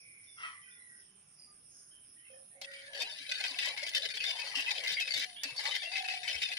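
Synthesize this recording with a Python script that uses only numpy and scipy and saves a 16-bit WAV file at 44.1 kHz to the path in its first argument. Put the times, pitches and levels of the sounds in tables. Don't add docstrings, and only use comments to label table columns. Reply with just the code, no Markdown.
import sys
import numpy as np
from scipy import signal
from scipy.io import wavfile
from scipy.ndimage import uniform_filter1d

SR = 44100
rng = np.random.default_rng(int(sys.argv[2]) if len(sys.argv) > 2 else 0)


def nominal_scale(level):
    x = np.asarray(level, float) / 20
    return 10 ** x


def bounce(signal):
    frames = np.transpose(np.atleast_2d(signal))
    limited = np.clip(frames, -1, 1)
    pcm = np.round(limited * 32767).astype(np.int16)
    wavfile.write(sys.argv[1], SR, pcm)


N = 290178
TIME = np.arange(N) / SR

# centre_hz, width_hz, level_db
PAN_MODES = [(1726, 110, -8), (2067, 190.3, -1.5), (2570, 71, 0), (3040, 141, 1.5), (3692, 170, -1.5),
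             (4240, 158, -6.5), (4530, 173, -5.5), (4920, 162, -7.5)]
# start_s, drag_db, first_mode_hz
HAND_STROKES = [(2.623, -46, 3260), (2.932, -44.5, 1680), (2.948, -40.5, 4570), (3.002, -34.5, 4600),
                (3.036, -42, 2562), (3.05, -42.5, 4000), (3.112, -44, 5070), (3.264, -45.5, 3790),
                (3.292, -40, 4570), (3.439, -31.0, 2510), (3.467, -38, 2500), (3.489, -39.5, 4450),
                (3.587, -32, 3580), (3.692, -37, 3200), (3.715, -42.5, 2570), (3.764, -44, 2270),
                (3.774, -40.5, 2120), (3.936, -40.5, 3600), (3.948, -28, 3740), (4.022, -36, 3530),
                (4.088, -39, 3550), (4.138, -42, 2310), (4.239, -32, 3657), (4.315, -40.5, 3700),
                (4.464, -38.5, 4560), (4.553, -32, 2775), (4.662, -35.5, 2580), (4.777, -37.5, 4520),
                (4.837, -36, 2810), (4.872, -32, 3692), (4.998, -35, 2535), (5.137, -33, 3564),
                (5.245, -48, 3300), (5.457, -42, 2663), (5.51, -47.5, 2580), (5.562, -47, 4350),
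                (5.654, -33.5, 1756), (5.714, -38.5, 3820), (5.765, -39, 2020), (5.83, -44, 2660),
                (5.916, -39.5, 2540), (5.971, -35, 2580), (6.0, -40.5, 3400), (6.078, -39, 2520),
                (6.098, -36.5, 2610), (6.138, -39, 2398), (6.174, -42.5, 3630), (6.231, -40, 2580),
                (6.278, -32.5, 3030), (6.317, -37, 2620), (6.417, -33.5, 3727), (6.46, -38.5, 2590),
                (6.517, -35.5, 2550)]


def rms_one(x):
    return x / np.sqrt(np.mean(x ** 2) + 1e-20)


def in_time(rows):
    s, *columns = np.transpose(rows)
    return [np.interp(TIME, s, c) for c in columns]


def at_hz(points, hz):
    return np.interp(np.log(hz), np.log(np.array(points)[:, 0]), np.array(points)[:, 1])


def drift(rate):
    r = np.exp(-40 * np.pi * rate / SR)
    noise = rng.standard_normal(N // 20 + 2002)
    slow = signal.lfilter([1], [1, -2 * r, r * r], noise)[2000:]
    return np.interp(np.arange(N) / 20, np.arange(len(slow)), rms_one(slow))


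def ring(clicks, hz, t60):
    r, w = nominal_scale(-60 / (t60 * SR)), 2 * np.pi * hz / SR
    return signal.lfilter([0, np.sin(w)], [1, -2 * r * np.cos(w), r * r], clicks + 1e-18)


def band(x, low_hz, high_hz):
    return signal.sosfilt(signal.butter(2, [low_hz, high_hz], "band", fs=SR, output="sos"), x)


def hiss(low_hz, high_hz):
    noise = rng.standard_normal((2, N))
    return rms_one(band(band(noise, low_hz, high_hz), low_hz, high_hz))


def grains(per_s, spread_db):
    sizes = nominal_scale(spread_db * np.minimum(rng.exponential(1, N), 5)) * rng.choice([-1, 1], N)
    return sizes * (rng.random(N) < per_s / SR)


def placed(x, pan_db, lag):
    return np.array([x * nominal_scale(pan_db / 2), np.roll(x, int(lag)) * nominal_scale(-pan_db / 2)])


def coloured(white, spectrum, patchy_db, patch_rate, alike):
    octaves = np.log2(spectrum[-1][0] / spectrum[0][0])
    edges = spectrum[0][0] * 2 ** np.arange(0, octaves + .01, 1 / 3)
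    out = 0
    for k, (low, high) in enumerate(zip(edges, edges[1:])):
        mid, side = band(white[k % 2], low, high)
        hz = np.sqrt(low * high)
        c = np.clip(alike(hz), -1, 1)
        gain = nominal_scale(at_hz(spectrum, hz) + patchy_db * drift(patch_rate))
        out = out + gain * (np.sqrt(1 + c) * mid + np.sqrt(1 - c) * side * [[1], [-1]])
    return rms_one(out)


def air():
    # pitch_hz, level_db
    air_spectrum = [(55, -13), (120, 0.5), (280, -7), (620, -11), (900, -13), (3000, -10), (4300, -19.5),
                    (5300, -32.5), (6600, -9.5), (8300, -14)]
    # pitch_hz, likeness
    likeness = [(60, 0.44), (240, 0.85), (950, 0.0096), (15000, 0)]
    white = rng.standard_normal((2, 2, N))
    noise = nominal_scale(-71.5) * coloured(white, air_spectrum, 2.5, 4.0, lambda hz: at_hz(likeness, hz))
    return signal.sosfilt(signal.butter(8, 10500, fs=SR, output="sos"), noise)


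def insect(per_s, hz, width_hz, noisy, uneven):
    count = np.floor(np.cumsum(per_s * (1 + 0.0073 * drift(2.2))) / SR)
    strokes = np.diff(count, prepend=0) * (1 + uneven * (-1) ** count)
    blur = (signal.lfilter([1], [1, -.994], strokes) + 9.4) * rng.standard_normal((2, N))
    song = rms_one(ring(placed(strokes, 0, 9), hz, .009)) + noisy * rms_one(blur)
    for _ in range(2):
        song = band(song, hz - width_hz, hz + width_hz)
    return rms_one(song)


def insects():
    # time_s, level_db
    trill_levels = [(0, -61), (1.03, -59), (1.05, -67), (1.25, -68.5), (1.7, -61), (2.56, -58.5),
                    (2.58, -67.5), (2.85, -65.5), (3.3, -60.5), (6.58, -60.5)]
    # top_s, level_db
    rasp_swells = [(0, -63.5), (.4, -59), (.72, -65.5), (1.0, -64), (1.41, -67.5), (1.579, -71.5),
                   (1.79, -60), (2.1, -68), (2.366, -69)]
    to_right = nominal_scale([[-2.5], [2.5]])
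    trill = nominal_scale(in_time(trill_levels)[0]) * insect(140.8, 9827, 490, noisy=7.1, uneven=0.033)
    chirps_per_s, first_chirp_s = 8.22, .098
    beat = np.cos(2 * np.pi * chirps_per_s * (TIME - first_chirp_s))
    beat = np.clip(1.8 * beat + 1.5, .25, 1)
    chirp = nominal_scale(-63) * beat * insect(125, 8960, 475, noisy=3.7, uneven=0.022)
    sag_db_per_s = 80
    swell_db = np.max([db - sag_db_per_s * np.abs(TIME - s) for s, db in rasp_swells], axis=0)
    rasp = nominal_scale(swell_db + 2.0 * drift(18.0)) * hiss(4950, 5800)
    return (trill + chirp) * to_right + rasp


def call(rows, partials, rough, rough_hz):
    start, end = rows[0][0], rows[-1][0]
    on = (TIME > start - .002) & (TIME < end)
    pitch, level_db = (v[on] for v in in_time(rows))
    edge = np.clip(np.minimum(TIME[on] - start + 0.0039, end - TIME[on]) / 0.009, 0, 1)
    phase = 2 * np.pi * np.cumsum(pitch) / SR
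    shake_in, shake_across = rough * drift(rough_hz)[on], rough * drift(rough_hz)[on]
    voice = 0
    for k, db in partials:
        voice = voice + nominal_scale(db) * ((1 + shake_in) * np.sin(k * phase) + shake_across * np.cos(k * phase))
    out = np.zeros(N)
    out[on] = nominal_scale(level_db) * edge * voice * np.sqrt(2 / (1 + 2 * rough ** 2))
    return out


def shaped(s, length, level_db, first_hz, last_hz):
    shape = [(0, 4.5), (0.18, 0), (1 - 0.18, 7.5), (1, 17)]   # (share of the length, dB below the top)
    return [(s + u * length, first_hz + u * (last_hz - first_hz), level_db - db) for u, db in shape]


def birds():
    # time_s, loudest_partial_hz, level_db
    caw = [(0.37, 1370, -67), (.4, 1367, -57), (0.45, 1293, -53), (.54, 1200, -71.5), (0.62, 1180, -83)]
    # multiple of the loudest partial, level_db
    throat = [(.5, -21.5), (1, 7), (1.5, 5.5), (2, 0), (2.4, -3.5), (3, -34)]
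    # start_s, length_s, level_db, first_hz, last_hz
    hoarse = [(0.0, .36, -66, 2480, 2260), (.02, .3, -69, 2120, 2000), (2.3, .22, -76, 720, 700),
              (2.52, .2, -72, 740, 720), (0.0, .42, -63.5, 2310, 2140), (.5, .31, -59.5, 2020, 1920),
              (.61, .13, -70, 3100, 3080), (.63, .14, -63, 2460, 2380), (.66, .15, -67, 1510, 1460),
              (.71, .09, -67, 3520, 3460), (.75, .3, -61.5, 2000, 1880), (.8, .08, -75, 4000, 3980),
              (.91, .13, -67, 1550, 1530), (1.08, .15, -75, 3080, 3050), (1.38, .14, -59, 4940, 4770),
              (1.69, .22, -66, 6570, 6450), (1.91, .14, -65, 3110, 3050), (2.18, .1, -68, 3020, 3000),
              (2.16, .08, -69, 1890, 1950), (2.225, .06, -65, 1980, 2260), (2.25, .11, -62, 2700, 2440),
              (2.3, .09, -68, 3110, 3100), (2.335, .06, -66, 1780, 1710), (2.51, .06, -68, 1780, 2050),
              (2.55, .07, -66, 2120, 2260), (2.65, .2, -54, 1900, 1900), (2.71, .17, -57, 2330, 2200),
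              (2.66, .21, -64, 1490, 1470), (2.83, .13, -55, 1800, 1640), (5.358, .075, -50, 3150, 3750),
              (5.36, .07, -53, 2800, 3050)]
    # start_s, length_s, level_db, first_hz, last_hz
    clear = [
        (.27, .09, -64, 3580, 3460),
        (1.47, .13, -71, 1212, 1228),
        (2.3, .16, -60, 527, 546),
        (2.55, .48, -61.5, 551, 553),
        (5.24, .18, -63.5, 755, 670),
        (1.7, .12, -68, 6600, 5250),
    ]
    crow = call(caw, throat, rough=1.3, rough_hz=110.0)
    throat_noise = rms_one(band(band(rng.standard_normal(N), 1160, 2900), 1250, 11000))
    opening = np.clip((TIME - .36) / 0.073, 0, 1) * (TIME < .62)
    crow += nominal_scale(in_time(caw)[1] + 4.0) * opening * throat_noise
    others = sum(call(shaped(*row), [(1, 0)], rough=2, rough_hz=65) for row in hoarse)
    others += sum(call(shaped(*row), [(1, 0)], rough=.4, rough_hz=27.0) for row in clear)
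    out = placed(others, -7.0, -11) + placed(crow, -0.5, 10.9)
    for delay_s, db, pan_db in [(.023, -4, 4), (.047, -11, 1), (.081, -15.5, 2)]:
        out += nominal_scale(db) * placed(np.roll(others + crow, int(delay_s * SR)), pan_db, 41.9)
    return out


def contacts():
    # start_s, drag_db, mode_hz
    taps = [(2.641, -46, 3270), (2.736, -47, 2240), (2.98, -42.5, 2940), (3.079, -42.5, 2050),
            (3.187, -39.5, 3716), (3.351, -37, 4530), (3.381, -37, 4800), (3.405, -34.5, 3570),
            (3.479, -41, 4930), (3.542, -43.5, 2620), (3.774, -38.5, 2193), (3.829, -36.5, 2170),
            (3.865, -35.5, 4720), (3.884, -38, 3200), (4.053, -31.5, 3030), (4.09, -39.5, 3600),
            (4.707, -28, 3600), (4.782, -31.5, 3150), (5.056, -41, 3800), (5.576, -44, 5400),
            (5.593, -35, 4500), (5.742, -34.5, 3040), (5.83, -38, 2600), (6.436, -31, 3620)]
    # start_s, drag_db
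    eases = [(2.653, -58), (2.713, -50), (2.768, -53.5), (2.882, -57), (3.247, -46), (3.323, -39.5),
             (3.522, -43), (3.749, -49), (3.902, -43), (3.982, -39.5), (4.066, -43), (4.121, -50),
             (4.178, -44), (4.209, -37), (4.33, -40), (4.42, -41.5), (4.495, -40), (4.631, -38.5),
             (4.728, -38), (4.811, -41.5), (4.945, -41.5), (4.978, -42), (5.031, -43), (5.091, -42.5),
             (5.124, -40), (5.254, -47), (5.269, -51), (5.319, -55), (5.362, -55), (5.538, -49),
             (5.601, -39), (5.68, -36), (5.787, -42), (5.889, -44.5), (6.028, -49), (6.064, -52),
             (6.193, -47), (6.37, -40.5), (6.493, -43), (6.54, -46.5)]
    # start_s, drag_db, mode_hz
    hard_landings = [(2.615, -39.5, 4220), (3.314, -31.5, 2525), (4.171, -32.5, 3360), (4.203, -33, 2630),
                     (4.394, -37, 2530), (4.968, -37.5, 2090), (5.075, -34, 2530), (5.106, -35.5, 4640),
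                     (5.433, -36.5, 4580), (5.587, -41, 4570), (5.752, -30, 3080), (5.956, -31.5, 2580),
                     (6.042, -39.5, 2970), (6.086, -35, 2620), (6.569, -36, 3040)]
    tap_s, hop_s = .01, .05
    held = sorted(HAND_STROKES + hard_landings + [(s, db, 0) for s, db in eases])
    starts = np.transpose(held)[0]
    edges = np.append(starts, [(s, s + tap_s) for s, db, hz in taps])
    hops = np.arange(edges.min(), N / SR, hop_s)
    edges = np.append(edges, hops[np.abs(hops[:, None] - edges).min(axis=1) > hop_s / 3])
    odds = nominal_scale(np.transpose(PAN_MODES)[2])
    family = rng.choice(len(PAN_MODES), 1000, p=odds / odds.sum())
    place = rng.normal(0, .3, 1000)
    out = []
    for t in np.unique(edges[edges < N / SR].round(4)):
        s, db, first_hz = held[max(np.searchsorted(starts, t + 1e-4) - 1, 0)]
        for tap in taps:
            if tap[0] - 1e-4 < t < tap[0] + tap_s - 1e-4:
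                s, db, first_hz = tap
        if first_hz > 0 and t < s + 1e-4:
            out.append((t, db, first_hz, db))
        else:
            hz, width = PAN_MODES[family[int(t * 100)]][:2]
            out.append((t, db, hz + width * place[int(t * 100)], db - 8))
    return out


def pressure(held_db):
    bite_db, bite_s, let_go_db_per_s = 3.5, .007, 1400
    landings = np.sort([0] + [row[0] for row in HAND_STROKES])
    age = TIME - landings[np.searchsorted(landings, TIME, side="right") - 1]
    db = held_db + bite_db * (np.exp(-age / bite_s) - .3)
    return np.maximum.accumulate(db + let_go_db_per_s * TIME) - let_go_db_per_s * TIME


def pan_ring(contact):
    out, ticks = 0, grains(2000, spread_db=-0.5)
    places = np.array([-1.433, -0.655, -0.237, -0.09, 0.26, 0.725, 1.294])
    for hz, width, level_db in PAN_MODES:
        for place in places + rng.normal(0, 0.14, 7):
            share = nominal_scale(5.5 * (rng.standard_normal(size=400)[contact] + drift(18.4)))
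            mode = rms_one(ring(ticks * share, hz + place * width, .075))
            mode = placed(mode, rng.normal(0, 3), rng.integers(-12, 12))
            out = out + nominal_scale(level_db) * np.sqrt(width) * mode
    return rms_one(out)


def favoured_modes(spells, t60):
    out, ticks, tail = np.zeros((2, N + SR)), grains(1200, spread_db=3.0), SR // 8
    starts = [round(row[0] * SR) for row in spells] + [N]
    lags = rng.integers(0, 14, size=400)
    for (s, _, hz, drag_db), a, b, late in zip(spells, starts, starts[1:], lags):
        drive = np.append(ticks[a:b], np.zeros(tail))
        drive[0] += 8.0
        mode = ring(drive, hz, t60)
        mode *= nominal_scale(drag_db) / np.sqrt(np.mean(mode[:b - a] ** 2) + 1e-12)
        out[0, a:b + tail] += mode
        out[1, a + late:b + tail + late] += mode
    return out[:, :N]


def singing(stroke, t60):
    # start_s, length_s, level_db, pitch_hz
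    sung_modes = [(2.905, 0.1, -52.5, 1690), (2.994, 0.081, -43, 2535), (5.56, 0.044, -45.5, 5300),
                  (3.253, 0.24, -48, 1525), (3.274, 0.11, -46, 4460), (3.306, 0.12, -49, 2517),
                  (3.759, 0.098, -43.5, 2192), (3.943, 0.042, -34.5, 3580), (3.944, 0.047, -39, 3090),
                  (4.084, 0.16, -47.5, 4484), (4.087, 0.058, -49.5, 2420), (5.548, 0.0565, -39.5, 4550),
                  (4.168, 0.079, -43, 2540), (4.245, 0.14, -42, 3564.0), (4.389, 0.059, -44, 2543),
                  (4.405, 0.25, -51.5, 1970), (4.65, 0.065, -36.5, 2554), (4.656, 0.064, -40.5, 2023),
                  (4.7, 0.087, -46, 3740), (4.731, 0.064, -47, 2560), (4.87, 0.086, -49, 3720),
                  (4.927, 0.067, -44, 4730), (4.95, 0.057, -34.5, 2150), (4.96, 0.058, -41.5, 3193),
                  (4.99, 0.12, -46.5, 5010), (4.991, 0.085, -37.5, 2585), (5.065, 0.046, -48, 4560),
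                  (5.092, 0.063, -38, 4520), (5.14, 0.092, -44, 3590), (5.168, 0.2, -57.5, 1724),
                  (5.172, 0.088, -54, 3270), (5.344, 0.088, -64.5, 1690), (5.422, 0.14, -48.5, 2650),
                  (5.472, 0.12, -61, 4420), (5.517, 0.098, -55, 5200), (5.694, 0.073, -39.5, 3067.0),
                  (5.704, 0.09, -40.5, 2045), (5.764, 0.081, -46.5, 3590), (5.77, 0.2, -50.5, 4680),
                  (5.772, 0.11, -49, 3290), (5.832, 0.081, -43.5, 2727), (5.871, 0.13, -46.5, 2070),
                  (5.899, 0.079, -45.5, 2570.0), (6.021, 0.14, -43, 2586), (6.084, 0.23, -53, 1948.0),
                  (6.139, 0.3, -50.5, 2570), (6.403, 0.15, -48.5, 2527), (6.407, 0.099, -47.5, 4970),
                  (6.428, 0.13, -46.5, 3599.0), (6.495, 0.052, -44, 2030)]
    late_s, window = .015, SR // 3
    out, stroke = np.zeros((2, N + SR)), np.append(stroke, np.zeros(SR))
    for s, length, level_db, hz in sung_modes:
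        a, n = round((s + late_s) * SR), round((length - 2 * late_s) * SR)
        rubbing = (np.arange(window) < n) * stroke[a:a + window] ** 1.08
        drive = rng.standard_normal((3, window)) * rubbing
        modes = ring(drive[0] + drive[1:], hz, t60)
        out[:, a:a + window] += nominal_scale(level_db) * modes / np.sqrt(np.mean(modes[:, :n] ** 2))
    return out[:, :N]


def wires(t60):
    # pitch_hz, level_db
    wire_spectrum = [(5200, -0.5), (6500, -7), (8500, -12.5), (11000, -14.5), (13000, -26), (15000, -18)]
    born, dealt, out = grains(1500, spread_db=1.0), rng.integers(0, 40, N), 0
    for k, hz in enumerate(np.linspace(5200, 15200, 40) + rng.uniform(-80, 80, 40)):
        flare = nominal_scale(at_hz(wire_spectrum, hz) + 2.3 * drift(10.5))
        pan_db = at_hz([(5000, 6), (10000, -7)], hz) + rng.normal(0, 4)
        out = out + placed(ring(born * (dealt == k) * flare, hz, t60), pan_db, rng.integers(-40, 40))
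    return rms_one(out)


def knocks():
    # start_s, peak_db
    cracks = [(2.614, -35), (3.02, -28), (3.439, -37), (3.8902, -31), (3.95, -32), (4.156, -36),
              (4.558, -52), (4.605, -31.5), (4.714, -40), (5.002, -28.5), (5.085, -47), (5.1396, -33.5),
              (5.177, -28.5), (5.2686, -51), (5.3401, -51), (5.4344, -23.5), (5.565, -38), (5.639, -33.5),
              (5.754, -33), (3.656, -28.5), (4.243, -51), (4.838, -37), (4.922, -34), (5.195, -29)]
    out, t = np.zeros((2, N)), TIME[:SR // 10]
    for s, peak_db in cracks:
        crack = band(rng.standard_normal((2, len(t))), 2400, 6260) * nominal_scale(peak_db - 60 * t / 0.065)
        spark = band(rng.standard_normal((2, len(t))), 10000, 15000)
        crack += spark * nominal_scale(peak_db - 12 - 60 * t / 0.03)
        i = round(s * SR)
        out[:, i:i + len(t)] += crack[:, :N - i]
    return out


def gurgle(centre_hz):
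    born = grains(700, spread_db=1.0) * nominal_scale(3.85 * drift(10.4))
    dealt, out = rng.integers(0, 16, N), 0
    for k, hz in enumerate(np.geomspace(370, 1300, 16)):
        near = nominal_scale(-14.0 * np.log2(hz / centre_hz) ** 2 + 6.4 * drift(9.5))
        bubbles = ring(born * (dealt == k), hz, 67.0 / hz)
        out = out + near * placed(bubbles, rng.normal(-0.5, 0.13), rng.integers(-8, 8))
    out = rms_one(out) + nominal_scale(-8.5) * hiss(395, 990)
    return rms_one(band(band(out, 447, 1324), 285, 1370))


def whisk():
    # time_s, slosh_db at medium drag, slosh_hz
    stir = [(2.6, -38.5, 710), (2.67, -80, 686), (2.92, -59.5, 650), (3.03, -48.5, 710), (3.25, -75, 645),
            (3.36, -58.5, 700), (3.75, -53.5, 930), (3.9, -56, 710), (4.17, -60.5, 513.7),
            (4.4, -50.5, 980), (4.7, -52.5, 920), (4.95, -59, 615), (5.15, -53.5, 510), (5.3, -68, 730.8),
            (5.68, -45.5, 1060), (5.8, -60, 716.7), (6.2, -60.5, 646), (6.5, -61, 660)]
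    # pitch_hz, level_db
    rub_spectrum = [(1300, -23), (1700, -43), (2200, -7), (4600, 10), (5400, -42), (6400, -16), (9500, -7)]
    slosh_db, slosh_hz = in_time(stir)
    spells = contacts()
    s, drag_db = np.transpose(spells)[:2]
    contact = np.searchsorted(s, TIME)
    held_db = np.append(-120, drag_db)[contact]
    stroke = nominal_scale(pressure(held_db) + 1.8 * drift(70.0))
    stroke = uniform_filter1d(stroke, size=50)
    clicks = np.array([grains(3000, spread_db=2.0) for _ in range(4)]).reshape(2, 2, N)
    rub = coloured(clicks, rub_spectrum, 1.0, 3.0, lambda hz: .1)
    body = nominal_scale(-10) * rub + pan_ring(contact)
    body /= uniform_filter1d(np.mean(body ** 2, axis=0), size=600) ** .43 + 1e-9
    steel = nominal_scale(-2) * stroke * rms_one(body)
    steel += nominal_scale(-9) * favoured_modes(spells, t60=.07) + singing(stroke, t60=.07)
    steel = signal.sosfilt(signal.cheby2(6, 36, 1200, "high", fs=SR, output="sos"), steel)
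    steel = signal.sosfilt(signal.butter(4, 9500, fs=SR, output="sos"), steel)
    wet_spray = nominal_scale(-40) * hiss(10500, 15500)
    bright = stroke * (nominal_scale(-16) * wires(t60=0.054) + wet_spray) + knocks() * nominal_scale([[-2.5], [2.5]])
    liquid = nominal_scale(slosh_db + 17.0) * np.sqrt(stroke) * (contact > 0) * gurgle(slosh_hz)
    return steel * nominal_scale([[2.5], [-2.5]]) + bright + liquid


def clinks():
    # start_s, peak_db, pitch_hz
    touches = [(2.6455, -32, 3340), (2.7357, -37, 1940), (2.98, -29, 4480), (3.4805, -21.5, 4780),
               (3.5438, -27, 2626), (3.5903, -18.5, 2610), (3.7768, -21.5, 2225), (4.0896, -24, 3670),
               (4.8614, -25.5, 2240), (4.9671, -30, 2110), (5.077, -22.5, 2570), (5.1066, -24, 4540),
               (5.4415, -23, 4630), (5.661, -24, 1980), (5.6744, -26, 4780), (5.9597, -26, 2560),
               (6.0853, -23, 2590), (6.4366, -23, 3730), (6.5146, -28, 2530)]
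    out, t = np.zeros((2, N)), TIME[:SR // 10]
    decay = np.minimum(t / 0.0016, 1) * nominal_scale(-60 * t / 0.028)
    for s, peak_db, hz in touches:
        snap = band(rng.standard_normal((2, len(t))) * nominal_scale(-4 - 60 * t / .012), 1200, 5500)
        neighbour_hz = hz * rng.uniform(1.15, 1.8)
        modes = np.sin(2 * np.pi * hz * t) + 0.26 * np.sin(2 * np.pi * neighbour_hz * t)
        i = round(s * SR)
        out[:, i:i + len(t)] += (nominal_scale(peak_db - 6) * (snap + modes * decay))[:, :N - i]
    return out * nominal_scale([[2.5], [-2.5]])


def thumps():
    # start_s, peak_db
    rocks = [(3.019, -52.5), (3.199, -51.5), (3.506, -46.5), (4.567, -40.5), (4.92, -57), (5.177, -47.5),
             (5.45, -41.5)]
    # start_s, peak_db, pitch_hz
    nudges = [
        (4.917, -47.5, 179),
        (5.151, -48.5, 115),
        (5.52, -46.5, 132),
        (5.761, -70, 65),
        (6.348, -44, 74),
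    ]
    pushes = [(s, db, 277, 3.0, -2.1) for s, db in rocks] + [(*nudge, .9, 8) for nudge in nudges]
    out = np.zeros((2, N))
    for s, peak_db, hz, turns, pan_db in pushes:
        u = np.clip((TIME - s) * hz / turns, 0, 30)
        push = u * np.exp(-u) * np.sin(2 * np.pi * hz * (TIME - s))
        out += placed(nominal_scale(peak_db - 3.5) * push, pan_db, 0)
    return out


def gulps():
    # start_s, length_s, level_db, first_hz, last_hz
    pockets = [(3.29, .06, -58, 560, 640), (3.37, .09, -53, 1400, 1600), (3.51, .07, -60, 1030, 1080),
               (3.733, .05, -50, 800, 960), (3.825, .035, -51, 560, 700), (4.1, .1, -58, 1520, 1480),
               (4.35, .15, -52, 880, 1020), (4.43, .06, -57, 540, 580), (4.66, .05, -54, 880, 980),
               (5.64, .08, -53, 800, 1000)]
    voices = sum(call(shaped(*row), [(1, 0)], rough=1.0, rough_hz=40.0) for row in pockets)
    return placed(voices, -1.6, -8.5)


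def dove():
    # time_s, pitch_hz, level_db
    coo = [
        (5.9, 695, -55),
        (5.93, 775, -52.5),
        (6.09, 750, -49.5),
        (6.25, 728, -56.5),
        (6.32, 724, -61),
    ]
    throbs_per_s, throb_top_s, depth = 37.8, 6.091, .75
    throb = np.cos(2 * np.pi * throbs_per_s * (TIME - throb_top_s))
    throb = 1 + depth * throb * np.clip((TIME - 5.94) / .06, 0, 1)
    return placed(call(coo, [(1, 0)], rough=.2, rough_hz=27.0) * throb, -5.0, -14)


def scene():
    return air() + insects() + birds() + whisk() + clinks() + thumps() + gulps() + dove()


def roll_off(x):
    return signal.sosfilt(signal.butter(12, 16190, fs=SR, output="sos"), x)


def record(dry):
    rumble = band(rng.standard_normal((2, N)), 22, 90)
    rumble = rumble * nominal_scale(-62.5 + 4.6 * drift(1.9)) * nominal_scale([[0], [-13]])
    top = signal.cheby2(10, 50, 15900, fs=SR, output="sos")
    mix = signal.sosfilt(top, dry + rumble)
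    return roll_off(mix)


dry = scene()
out = record(dry)
bounce(out)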